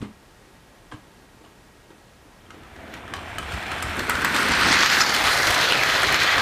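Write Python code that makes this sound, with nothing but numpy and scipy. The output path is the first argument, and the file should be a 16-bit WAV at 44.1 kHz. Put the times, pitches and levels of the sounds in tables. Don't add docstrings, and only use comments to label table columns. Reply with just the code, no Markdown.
import sys
import numpy as np
from scipy import signal
from scipy.io import wavfile
from scipy.ndimage import uniform_filter1d

SR = 44100
rng = np.random.default_rng(int(sys.argv[2]) if len(sys.argv) > 2 else 0)


def wrap_up_sound(samples):
    columns = np.atleast_2d(samples).T
    tamed = np.clip(columns, -1, 1)
    steps = np.round(tamed * 32767).astype(np.int16)
    wavfile.write(sys.argv[1], SR, steps)


def volts_from_decibels(level):
    exponent = np.asarray(level, float) / 20
    return 10 ** exponent


N = 282681
TIME = np.arange(N) / SR

# (frequency [Hz], density [dB per Hz])
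SCUFF = [(260, -21), (450, -5.5), (1110, 2), (1790, -6.5), (3180, -8), (5380, -19), (9000, -20.5),
         (11700, -38)]


def rolling():
    # (frequency [Hz], density [dB per Hz])
    axle_curve = [(1530, -2.5), (2600, 12), (3710, 4.5), (4280, 1), (4800, -5.5), (6240, -29),
                  (10600, -120)]
    # (frequency [Hz], density [dB per Hz])
    flange_curve = [(2740, -14.5), (4650, -1.5), (6200, -6.5), (8500, -16.5), (12000, -31.5), (15200, -55)]
    # (frequency [Hz], width [Hz], level over the flanges [dB])
    rail_modes = [(5500, 200, 8), (6250, 200, 5), (7280, 300, 8.6)]
    shudder = wobble(0.02)
    gears = contacts(1200, 3.6, 1.51) * volts_from_decibels(0.29 * shudder + 0.32 * wobble(0.01))
    treads = contacts(900, 7.3, 1.97) * volts_from_decibels(1.0 * shudder + 0.72 * wobble(0.0051))
    ahead = np.interp(TIME, [3.08, 4.2], [1, 0])
    surge = surge_db()
    axle_gain, flange_gain, fizz_gain = wheel_gains()

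    shell = volts_from_decibels(nearness_db() + 0.5 * surge) * (shell_rattle(gears, ahead) + drones(gears[::-1]))
    axles = sing(colour(treads + 0.54 * gears, axle_curve), [(4160, 330, -6.5)], 1 - ahead)
    flanges = sing(colour(treads, flange_curve), rail_modes, ahead)
    near = (shell
            + volts_from_decibels(-3.0 + 0.23 * surge) * axle_gain * axles
            + volts_from_decibels(-1.7 + 0.23 * surge) * flange_gain * flanges
            + volts_from_decibels(-1.5 + 0.13 * surge) * fizz_gain * rail_fizz(treads))
    return patchy(near, 1.02)


def contacts(per_s, spread_db, hiss):
    hit, size, sign = rng.random((N, 3)).T
    size_db = spread_db * np.minimum(-np.log(size + 1e-9), 3.6)
    clicks = (hit < per_s / SR) * volts_from_decibels(size_db) * np.sign(sign - .5)
    return evened(clicks) + hiss * rng.standard_normal(N)


def shell_rattle(gears, ahead):
    # (frequency [Hz], density [dB per Hz])
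    shell_curve = [(290, -44.5), (500, -8.5), (556, -10.5), (1660, -3), (2700, -7), (3510, -15.5),
                   (5940, -120)]
    # (time [s], frequency [Hz], level [dB])
    hollows = [(2.6, 1360, 3), (2.8, 1670, 2), (2.85, 1430, 0), (2.95, 1880, 4), (3.02, 1430, -4),
               (3.79, 1720, -5.5), (3.81, 1600, -9), (4.06, 1450, 2), (4.3, 1540, -4), (4.36, 1310, -3),
               (4.52, 1630, -8), (5.32, 1630, -1), (5.35, 1760, -1), (5.49, 1530, -1), (5.83, 1800, -1.5),
               (5.87, 1630, 0.5), (6.32, 1700, 1), (6.41, 1510, -1)]
    # (frequency [Hz], width [Hz], level over the shell [dB])
    rail_modes = [(693, 175, 0.5), (2330, 120, -13)]
    s, hollow_hz, boom_db = np.transpose(hollows)
    hz = np.interp(TIME, s, hollow_hz) * (1 + 0.12 * wobble(0.0093))
    cavity = volts_from_decibels(-4.0 + np.interp(TIME, s, boom_db)) * resonate(gears, hz, 490)
    rattle = sing(colour(gears, shell_curve) + cavity, rail_modes, ahead)
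    return volts_from_decibels(0.04) * steady(evened(rattle), 0.03)


def drones(x):
    # (centre [s], half width [s], level over the shell [dB], frequency [Hz])
    panels = [
        (2.88, 0.099, -3.5, 670),
        (3.62, 0.14, -10.5, 2370),
        (4.17, 0.12, -4.5, 1450),
        (4.4, 0.099, -10, 1450),
        (4.96, 0.075, -2.5, 1650),
        (5.15, 0.17, -11, 805),
        (5.3, 0.092, -9.5, 2030),
        (5.65, 0.2, -17, 780),
        (5.88, 0.096, -10, 1700),
        (6.35, 0.14, -14.5, 750),
    ]
    rows, out = np.array(panels), np.zeros(N)
    grid, hump = humps(rows[:, 0], rows[:, 1])
    for (s, half, db, hz), facing in zip(rows, hump):
        out += volts_from_decibels(db) * np.interp(TIME, grid, facing) * resonate(x, hz, hz / 6.2)
    return out


def rail_fizz(treads):
    # (frequency [Hz], density [dB per Hz])
    close_curve = [(4530, -50), (6500, -8.5), (8600, 1), (10900, -7), (12800, -9), (15200, -15)]
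    # (frequency [Hz], density [dB per Hz])
    far_curve = [(4530, -35), (7500, 0), (8750, 6), (10200, -3), (11000, -10), (12100, -2), (12700, -11),
                 (15200, -22)]
    clear = np.interp(TIME, (5, 4.76), [0, 1])
    grit = treads * volts_from_decibels(0.29 * wobble(0.016))
    whine = volts_from_decibels(4.8 * wobble(0.044)) * np.interp(TIME, [5.7, 8.5], [1, 0])
    close = sing(colour(grit, close_curve), [(15000, 400, -37)], whine)
    return np.sqrt(1 - clear) * colour(grit[::-1], far_curve) + np.sqrt(clear) * close


def nearness_db():
    # (time [s], level [dB])
    approach = [(2.3, -64), (2.52, -55), (2.65, -49), (2.94, -43.5), (3.1, -41), (3.3, -36), (3.44, -36.5),
                (3.53, -33), (3.62, -33), (3.72, -32.5), (4.085, -27), (4.105, -28), (4.3, -25),
                (4.42, -22.5), (4.7, -18), (5.01, -19), (5.1, -20), (6.41, -20.5)]
    s, db = np.transpose(approach)
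    return np.interp(TIME, s, db) - 60 * np.clip(s[0] - TIME, 0, 9)


def surge_db():
    # (centre [s], half width [s], level [dB])
    surges = [(3.412, 0.006, -8), (3.456, 0.009, 0), (3.488, 0.0099, 6.5), (3.522, 0.006, 4),
              (3.558, 0.006, -3), (3.582, 0.0045, 3), (3.65, 0.006, -7), (3.726, 0.054, 5),
              (3.816, .005, -1), (3.829, 0.006, 2), (3.949, 0.011, -2), (3.999, 0.0055, 5),
              (4.025, 0.006, -2), (4.063, 0.018, -5.5), (4.101, 0.0048, 7), (4.208, 0.02, -1),
              (4.238, .005, -4), (4.254, 0.006, 4), (4.318, 0.0076, -1), (4.37, 0.019, 4),
              (4.5, 0.009, -1.5), (4.522, 0.0053, 7), (4.54, 0.006, 2), (4.618, 0.0073, -1),
              (4.667, 0.009, 2), (4.727, 0.0071, 3), (4.815, 0.013, 1.5), (4.847, 0.006, -3),
              (4.883, 0.0059, -12), (4.925, 0.006, 3), (5.009, 0.011, -1.5), (5.037, 0.006, 2),
              (5.053, 0.013, -2.5), (5.16, 0.006, -4), (5.202, 0.013, -1), (5.23, 0.006, -5),
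              (5.304, 0.013, 4), (5.478, 0.0054, 4), (5.541, 0.005, -1), (5.637, 0.009, 1),
              (5.72, 0.0063, -10), (5.839, 0.0053, 2), (6.04, 0.006, 2), (6.062, 0.0065, -10),
              (6.13, 0.016, -1.5), (6.182, 0.0096, -9), (6.226, 0.014, 0.5), (6.256, 0.006, -4.5),
              (6.292, 0.0052, -1), (6.409, 0.02, 1)]
    rows = np.array(surges)
    grid, hump = humps(rows[:, 0], rows[:, 1])
    return np.interp(TIME, grid, rows[:, 2] @ hump)


def wheel_gains():
    # (centre [s], half width [s], axle [dB], flange [dB], fizz [dB])
    grinds = [(2.5, 0.062, 1, 0, 2), (2.94, 0.026, 9.5, 8, -4), (3.3, 0.21, -0.5, 1, 3.5),
              (3.55, 0.057, 5, 2, 1), (4.05, 0.24, -3, -1, 4.5), (4.2, 0.092, -2, 4.5, -9),
              (4.37, 0.055, -2, 5, 5), (4.52, 0.032, -2, 3.5, -1), (4.84, 0.11, 3, 2.5, 2.5),
              (5.04, 0.088, -9, 5.5, 3), (5.2, 0.11, 3, 1, 5.5), (5.4, 0.07, -4.5, 3.5, 6),
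              (5.52, 0.038, 1, 1, 2.5), (5.66, 0.16, 3, 2, 6.5), (5.8, 0.065, -4.5, -1.5, -20),
              (6.05, 0.14, 3, 1.5, -1), (6.28, 0.084, 4.5, 1, -24), (6.41, 0.057, -2, 0, -11)]
    rows = np.array(grinds)
    near = nearness_db() + 21.5
    grid, hump = humps(rows[:, 0], rows[:, 1])
    # (level alongside [dB], gain per dB of nearness)
    laws = (-31, 1.01), (-35, 2.32), (-43.5, 1.34)
    return [volts_from_decibels(db + slope * near + np.interp(TIME, grid, extra @ hump))
            for (db, slope), extra in zip(laws, rows[:, 2:].T)]


def joints():
    # (time [s], shell knock [dB], wheel tick [dB], rail spark [dB])
    joints_far = [(2.5048, -28, -41, -57), (2.6338, -34, -49, -60), (2.762, -35, -47, -62),
                  (2.9386, -27, -39, -43.5), (3.0786, -25, -41, -56), (3.137, -14, -30, -37.5),
                  (3.1652, -23.5, -36, -55), (3.3832, -14.5, -27.5, -32), (3.427, -24, -42, -48),
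                  (3.5207, -18, -38, -41), (3.5396, -26, -35, -44), (3.6264, -21, -38, -50),
                  (3.716, -15.5, -31, -37), (3.7804, -25, -40, -43), (3.8245, -19, -26.5, -29.5),
                  (3.8784, -30, -38, -42), (3.9673, -30, -42, -38), (3.9923, -21, -23.5, -36),
                  (4.0958, -7.5, -28, -23.5), (4.106, -11.5, -28, -37), (4.1522, -13.5, -25, -35),
                  (4.2176, -15, -33, -34), (4.2467, -8, -19, -25), (4.2532, -11, -36, -32),
                  (4.345, -11, -25, -29), (4.3622, -16, -20, -26.5), (4.4284, -27, -25, -36),
                  (4.4846, -25, -28, -32), (4.518, -14, -23, -31)]
    # (time [s], shell knock [dB], wheel tick [dB], rail spark [dB])
    joints_near = [(4.61, -6, -35, -29), (4.6294, -22, -28.5, -35.5), (4.7183, -21, -15.5, -31),
                   (4.727, -6, -20, -24.5), (4.7568, -10, -25, -33), (4.8072, -16, -18, -39),
                   (4.833, -3.5, -12, -34), (4.8597, -4, -11.5, -33), (4.9, -9.5, -12, -39),
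                   (4.925, -14, -25, -44), (5.0065, -3, -24, -27), (5.02, -11, -32, -32),
                   (5.0958, -12, -19, -40), (5.14, -17, -15.5, -34), (5.1479, -9.5, -20, -24.5),
                   (5.238, -16, -33, -29), (5.2744, -9, -16.5, -40), (5.333, -19, -21, -37.5),
                   (5.506, -26, -22, -26.5), (5.579, -28, -19, -36), (5.722, -29, -28, -29),
                   (5.8352, -29, -18.5, -34), (5.8892, -23, -26, -30), (5.9252, -12, -24, -47),
                   (6.02, -15, -30, -29), (6.032, -6.5, -28, -25), (6.1237, -8, -27, -26),
                   (6.1436, -8.5, -16.5, -30), (6.2327, -9, -27, -28), (6.3813, -5.5, -18.5, -40)]
    # (frequency [Hz], density [dB per Hz])
    tick_curve = [(1760, -36), (3000, 6), (4030, 4), (5290, 0), (6980, -4.5), (7600, -5), (9880, -24),
                  (16700, -120)]
    # (frequency [Hz], density [dB per Hz])
    shaded_curve = [(3820, -32), (6500, 1), (7330, -5), (7990, -2), (8890, 3), (10400, -8.5), (13400, -11),
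                    (15600, -18)]
    # (frequency [Hz], density [dB per Hz])
    clear_curve = [(5000, -5), (8000, 6.5), (11000, -0.5), (14000, -10), (15600, -7)]
    # (frequency [Hz], level [dB], t60 [s])
    knock_modes = [(1267, 1.5, 0.039), (1640, 7, 0.019), (2250, 10, 0.0071), (2840, -5.5, 0.038)]
    out, t = np.zeros(N), np.arange(1300) / SR
    rows = joints_far + joints_near
    chances = rng.standard_normal((len(rows), 2 * len(t) + 4))
    for (s, knock_db, tick_db, spark_db), c in zip(rows, chances):
        t60 = 0.01 if s >= joints_near[0][0] else 0.021
        spark_curve = clear_curve if s > 3.8 else shaded_curve
        shape = np.minimum(t / 0.0024, 1) * volts_from_decibels(-60 * t / t60)
        tick = crest(colour(c[:len(t)], tick_curve) * shape)
        spark = crest(colour(c[len(t):-4], spark_curve) * shape)
        knock = ring([(hz, level, ring_s * t60 / 0.034) for hz, level, ring_s in knock_modes], c[-4:])
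        knock = crest(knock * np.minimum(np.arange(len(knock)) / (0.0014 * SR), 1))
        add(out, s - .0003, volts_from_decibels(tick_db - 3.0) * tick)
        add(out, s - .0003, volts_from_decibels(spark_db - 1.5) * spark)
        add(out, s - .0003, volts_from_decibels(knock_db - 7.5) * knock)
    return out


def glints():
    # (time [s], level [dB])
    clinks = [(2.937, -45), (3.1605, -47), (3.2091, -55), (3.3825, -42), (3.5406, -48), (3.5744, -50),
              (3.824, -28), (3.8958, -42), (3.9926, -33), (4.0943, -19.5), (4.245, -21), (4.2852, -35),
              (4.4845, -28), (4.6741, -31), (4.9355, -35), (4.9606, -32), (5.0058, -28.5), (5.1395, -21),
              (5.5057, -28), (5.8339, -26.5), (6.1248, -27), (6.1427, -30), (6.1604, -29), (6.2325, -34),
              (6.3677, -32)]
    # (frequency [Hz], density [dB per Hz])
    clink_curve = [(9500, -25), (12000, -3), (14500, -2), (16500, -3)]
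    # (centre [s], half width [s], level [dB])
    peeps = [
        (4.39, 0.042, -50),
        (4.6, .015, -44),
        (4.87, 0.021, -43),
        (4.975, .02, -45),
    ]
    out, t = np.zeros(N), np.arange(1300) / SR
    shape = np.minimum(t / .0025, 1) * volts_from_decibels(-60 * t / 0.017)
    for (s, db), c in zip(clinks, rng.standard_normal((len(clinks), len(t)))):
        add(out, s - .0003, volts_from_decibels(db - 5.5) * crest(colour(c, clink_curve) * shape))
    rows = np.array(peeps)
    grid, hump = humps(rows[:, 0], rows[:, 1])
    peep_gain = np.interp(TIME, grid, volts_from_decibels(rows[:, 2]) @ hump)
    return out + peep_gain * resonate(rng.standard_normal(N), 12050, 450)


def board():
    # (frequency [Hz], density [dB per Hz])
    boom_curve = [(13, -44), (22, -20), (75, -3.5), (145, -9.5), (190, -34), (320, -120)]
    # (frequency [Hz], density [dB per Hz])
    engine_curve = [(79, -36), (135, -2.5), (232, 2), (372, -0.5), (556, -5.5), (620, -10), (810, -22),
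                    (1360, -120)]
    # (frequency [Hz], density [dB per Hz])
    carriage_curve = [(90, -33), (125, -1), (150, -3.5), (200, -8.5), (260, -4), (372, -2), (620, -1),
                      (810, -5)]
    boom_gain, panel_gain = board_gains()
    deep_noise, drum_noise = rng.standard_normal((N, 2)).T
    load = np.interp(TIME, [5.02, 5.36], [0, 1])
    mode_hz = 78.2 * 1.16 ** load
    deep = colour(deep_noise, boom_curve) * 0.5 + resonate(deep_noise, mode_hz, 16)
    deep = steady(evened(deep), 0.071)
    drum = drum_noise * volts_from_decibels(1.9 * wobble(0.0095))
    drum = (1 - load) * colour(drum, engine_curve) + load * colour(drum, carriage_curve)
    return volts_from_decibels(-1.0) * boom_gain * deep + volts_from_decibels(-1.0) * panel_gain * drum


def board_gains():
    # (centre [s], deep boom [dB], panel drumming [dB], half width [s])
    loads = [(2.55, -50.5, -52.5, 0.087), (2.62, -65, -51, 0.033), (2.78, -46.5, -47, 0.045),
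             (2.95, -48, -44.5, 0.14), (3.17, -41, -42, 0.082), (3.44, -37.5, -44.5, 0.12),
             (3.55, -29.5, -53, 0.029), (3.73, -39, -38.5, 0.039), (3.87, -30.5, -52, 0.04),
             (4.0, -36, -33, 0.035), (4.16, -40, -33.5, 0.09), (4.25, -53, -32, 0.02),
             (4.39, -56, -32.5, 0.12), (4.509, -32, -27.5, 0.024), (4.62, -35, -31.5, 0.039),
             (4.69, -35, -31.5, 0.085), (4.76, -45, -40, 0.023), (5.1, -54, -32.5, 0.48),
             (5.27, -35.5, -50, 0.061), (5.38, -49, -32, 0.013), (5.492, -31, -31.5, 0.034),
             (5.8, -46, -34, 0.29), (6.05, -34.5, -32, 0.036), (6.13, -38, -28, 0.023),
             (6.22, -38, -32.5, 0.023), (6.37, -34.5, -33, 0.035)]
    rows = np.array(loads)
    grid, hump = humps(rows[:, 0], rows[:, 3])
    # (level over nearness [dB], ceiling [dB])
    laws = (-12, -42.5), (-10.5, -36.5)
    gains = []
    for (over_db, top_db), lump_db in zip(laws, rows[:, 1:3].T):
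        shaking = volts_from_decibels(2 * np.minimum(nearness_db() + over_db, top_db))
        lumps = np.interp(TIME, grid, volts_from_decibels(2 * lump_db) @ hump ** 2)
        gains.append(np.sqrt(shaking + lumps))
    return gains


def scrapes():
    # (frequency [Hz], width [Hz], level [dB])
    squeal_modes = [(4400, 400, -6), (5200, 740, 0.5), (5960, 440, -6), (6760, 430, -9)]
    # (time [s], level [dB])
    snaps = [
        (4.8335, -11),
        (5.7229, 1),
    ]
    # (frequency [Hz], level [dB], t60 [s])
    snap_modes = [(1450, -6, 0.015), (2780, 1, 0.0058)]
    # (time [s], level [dB], frequency [Hz], t60 [s])
    pings = [(.0165, -44, 620, .03), (.04, -40, 2100, 0.028), (0.9215, -28, 1110, 0.021),
             (0.9217, -33, 1610, .03), (0.924, -47, 3220, .04), (2.408, -54, 3200, 0.06),
             (2.462, -51, 3170, .08), (2.5055, -45, 2110, .05), (2.938, -35, 1880, .05),
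             (2.9392, -39, 2340, .04), (2.965, -37, 910, .08), (3.138, -33, 710, 0.028),
             (3.384, -30, 650, .03), (3.826, -36, 7350, 0.062), (3.827, -34, 8950, .06),
             (4.807, -9, 5600, .008), (3.826, -24, 1330, .02), (4.0966, -14, 950, 0.018),
             (4.247, -10, 1020, 0.017), (4.3882, -13, 1190, 0.018), (4.619, -10.5, 1300, 0.023),
             (4.928, -10, 1660, 0.024), (5.0471, -12, 1010, 0.022), (5.5365, -27, 1560, .02),
             (5.792, -10.5, 2500, .02), (5.812, -12, 2200, .015), (5.8345, -11, 2230, .02),
             (5.846, -12, 1700, 0.017), (6.042, -11, 1860, 0.018), (6.155, -13, 1700, .02),
             (6.214, -10.5, 1620, 0.031), (6.289, -11, 1950, .02)]
    # (time [s], level [dB], frequency [Hz])
    rubbing = [
        (5.66, -49, 2900),
        (5.71, -22, 2820),
        (5.75, -32, 2600),
        (5.82, -42, 2450),
        (5.87, -42, 2300),
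    ]
    out, rub = np.zeros(N), rng.standard_normal(N)
    slips = np.cos(2 * np.pi * 140 * (np.arange(N) - 2130) / SR)
    chatter = rub * volts_from_decibels(1.1 * wobble(0.0023) + 4.5 * slips)
    squeal = sum(volts_from_decibels(db) * resonate(resonate(chatter, hz, width), hz, width) for hz, width, db in squeal_modes)
    add(out, *burst(5.004, .021, -17, squeal[2000:]))
    add(out, *burst(0.014, 0.051, -47, colour(rub[:8000], SCUFF)[2000:]))
    for s, db in snaps:
        add(out, s, volts_from_decibels(db - 5) * ring(snap_modes, np.zeros(2)))
    onset = np.minimum(np.arange(3500) / (0.00051 * SR), 1)
    for s, db, hz, t60 in pings:
        add(out, s, volts_from_decibels(db) * ring([(hz, 0, t60)], [0]) * onset)
    s, db, hz = np.transpose(rubbing)
    rub_gain = volts_from_decibels(np.interp(TIME, s, db, left=-120, right=-120))
    return out + rub_gain * resonate(rub[::-1], np.interp(TIME, s, hz), 260)


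def bumps():
    # (time [s], thud [dB], clack [dB], thud frequency [Hz], thud t60 [s])
    blows = [(.007, -20, -55, 138, 0.038), (.016, -28, -40, 269, 0.071), (0.0256, -8.5, -43, 230, 0.021),
             (0.039, -32, -59, 207, 0.17), (.047, -38, -58, 113, 0.076), (.915, -41, -43, 3180, 0.041),
             (0.922, -35.5, -39.5, 300, 0.15), (0.936, -25.5, -45, 197, 0.044),
             (0.943, -17, -52, 129, 0.021), (1.037, -47, -58, 120, .06), (1.41, -43.5, -54, 310, 0.1),
             (1.44, -46, -55, 700, 0.056), (1.449, -46, -53, 2910, 0.027), (1.46, -47, -53, 1100, .06),
             (1.904, -36, -50, 340, 0.09), (1.906, -57, -62, 3100, .03), (2.249, -43, -62, 286, 0.065),
             (2.542, -35.5, -50, 331, 0.087), (3.535, -27, -60, 66.4, 0.14),
             (3.871, -29, -66.5, 69.5, 0.14), (4.14, -27, -60, 72, .15)]
    out, t = np.zeros(N), np.arange(3500) / SR
    scuff_shape = np.minimum(t / 0.00026, 1) * volts_from_decibels(-60 * t / 0.09)
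    for (s, thud_db, clack_db, hz, t60), c in zip(blows, rng.standard_normal((len(blows), len(t)))):
        modes = [(hz, 0, t60), (0.593 * hz, -8, 0.86 * t60), (1.6 * hz, -8 - hz / 200, t60)]
        add(out, s, volts_from_decibels(thud_db) * ring(modes, np.zeros(3)) * np.minimum(t * hz / 0.85, 1))
        add(out, s, volts_from_decibels(clack_db) * colour(c, SCUFF) * scuff_shape)
    return out


def patchy(x, patchy_db):
    z = signal.stft(x, nperseg=512)[2]
    patches = uniform_filter1d(rng.standard_normal(z.shape), size=7, axis=0)
    patches = uniform_filter1d(patches, size=16, axis=1)
    return signal.istft(z * volts_from_decibels(patchy_db * evened(patches)), nperseg=512)[1][:N]


def echoes(x):
    taps, t = np.zeros(9000), np.arange(9000) / SR
    at = np.arange(60, 8960, 22) + rng.integers(0, 22, 405)
    taps[at] = rng.choice([-1., 1.], len(at))
    taps = signal.lfilter([1], [1, -.4], taps) * volts_from_decibels(-60 * t / 0.33)
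    return signal.fftconvolve(x, taps / np.linalg.norm(taps))[:N]


def room_tone():
    # (frequency [Hz], density [dB per Hz])
    air_curve = [(19, -33), (32, 4.5), (129, -2.5), (300, -3.5), (800, -8.5), (2000, -14), (9810, -26),
                 (15200, -33)]
    # (frequency [Hz], level [dB])
    hum = [(123.8, -69.5), (897, -70.5), (1308, -79), (1647, -72), (1895, -71)]
    out = colour(rng.standard_normal(N), air_curve) * volts_from_decibels(-51.5 + 0.21 * wobble(0.1))
    for hz, db in hum:
        level = volts_from_decibels(db + 4.0 + 0.88 * wobble(0.073))
        out += level * np.sin(2 * np.pi * hz * TIME + 2.0 * wobble(0.18))
    return out


def evened(x):
    return x / np.sqrt(np.mean(x ** 2) + 1e-20)


def add(mix, s, sound):
    part = mix[round(s * SR):][:len(sound)]
    part += sound[:len(part)]


def colour(x, points):
    f, db = np.transpose(points)
    hz = np.abs(np.fft.fftfreq(8192, 1 / SR)) + 1
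    gain = np.log(volts_from_decibels(np.interp(np.log(hz), np.log(f), db, left=-70, right=-70)))
    taps = np.fft.ifft(np.exp(gain - 1j * signal.hilbert(gain).imag)).real[:4096]
    return evened(signal.oaconvolve(x, taps)[:len(x)])


def resonate(x, hz, width):
    turn = np.exp(2j * np.pi * np.cumsum(hz * np.ones(N)) / SR)
    r = np.exp(-np.pi * width / SR)
    return evened((turn * signal.lfilter([1 - r], [1, -r], x / turn)).real)


def sing(x, modes, share):
    return x + share * sum(volts_from_decibels(db) * resonate(x, hz, width) for hz, width, db in modes)


def ring(modes, chance):
    t = np.arange(3500) / SR
    out = np.zeros(len(t))
    for (hz, db, t60), c in zip(modes, chance):
        out += volts_from_decibels(db - 60 * t / t60) * np.sin(2 * np.pi * hz * (1 + 0.13 * c) * t + 3 * c)
    return np.sqrt(1 - t / t[-1]) * out


def wobble(seconds):
    size = max(int(seconds * SR), 1)
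    return evened(uniform_filter1d(uniform_filter1d(rng.standard_normal(N), size), size))


def steady(x, seconds):
    return x / np.sqrt(uniform_filter1d(x ** 2, int(seconds * SR)) + 0.22)


def crest(x):
    return x / np.sqrt(uniform_filter1d(x ** 2, size=44).max())


def humps(centres, widths):
    t = np.arange(0, N / SR + .01, .002)
    return t, np.exp(-.5 * ((t - centres[:, None]) / np.maximum(widths, .005)[:, None]) ** 2)


def burst(start, length, db, sound):
    t = np.arange(int(length * SR)) / (length * SR)
    return start, volts_from_decibels(db) * np.sin(np.pi * t ** 0.83) ** 0.39 * evened(sound[:len(t)])


def scene():
    wheels, hand = joints(), bumps() + scrapes()
    wet = wheels * volts_from_decibels(np.interp(TIME, [6.2, 8.1], [-5, -12])) + volts_from_decibels(-9.0) * hand
    return (wheels + hand + echoes(wet) + rolling() + board() + room_tone() + glints())[None]


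def roll_off(x):
    return signal.sosfilt(signal.butter(12, 16220, fs=SR, output="sos"), x)


def record(dry):
    # (time [s], level [dB], recovery [s])
    ducks = [
        (4.834, -2.5, 0.17),
        (5.025, -3.5, 0.1),
        (5.727, -1, 0.014),
    ]
    treble_dips = [
        3.128,
        3.374,
        3.813,
        4.086,
        4.236,
    ]
    duck_db = sum(db * (TIME > s) * np.exp(-np.abs(TIME - s) / back) for s, db, back in ducks)
    ducked = dry * volts_from_decibels(uniform_filter1d(duck_db, size=60))
    ducked = ducked / (1 + (ducked / 0.9) ** 6) ** (1 / 6)
    gap = sum(np.exp(-.5 * ((TIME - s) / .0032) ** 2) for s in treble_dips)
    smooth = signal.filtfilt(*signal.butter(3, 10000, fs=SR), ducked)
    ducked = ducked + (1 - volts_from_decibels(-13 * gap)) * (smooth - ducked)
    limited = signal.oaconvolve(ducked, signal.firwin(401, 15060, fs=SR)[None], "same")
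    return roll_off(limited)


dry = scene()
out = record(dry)
wrap_up_sound(out)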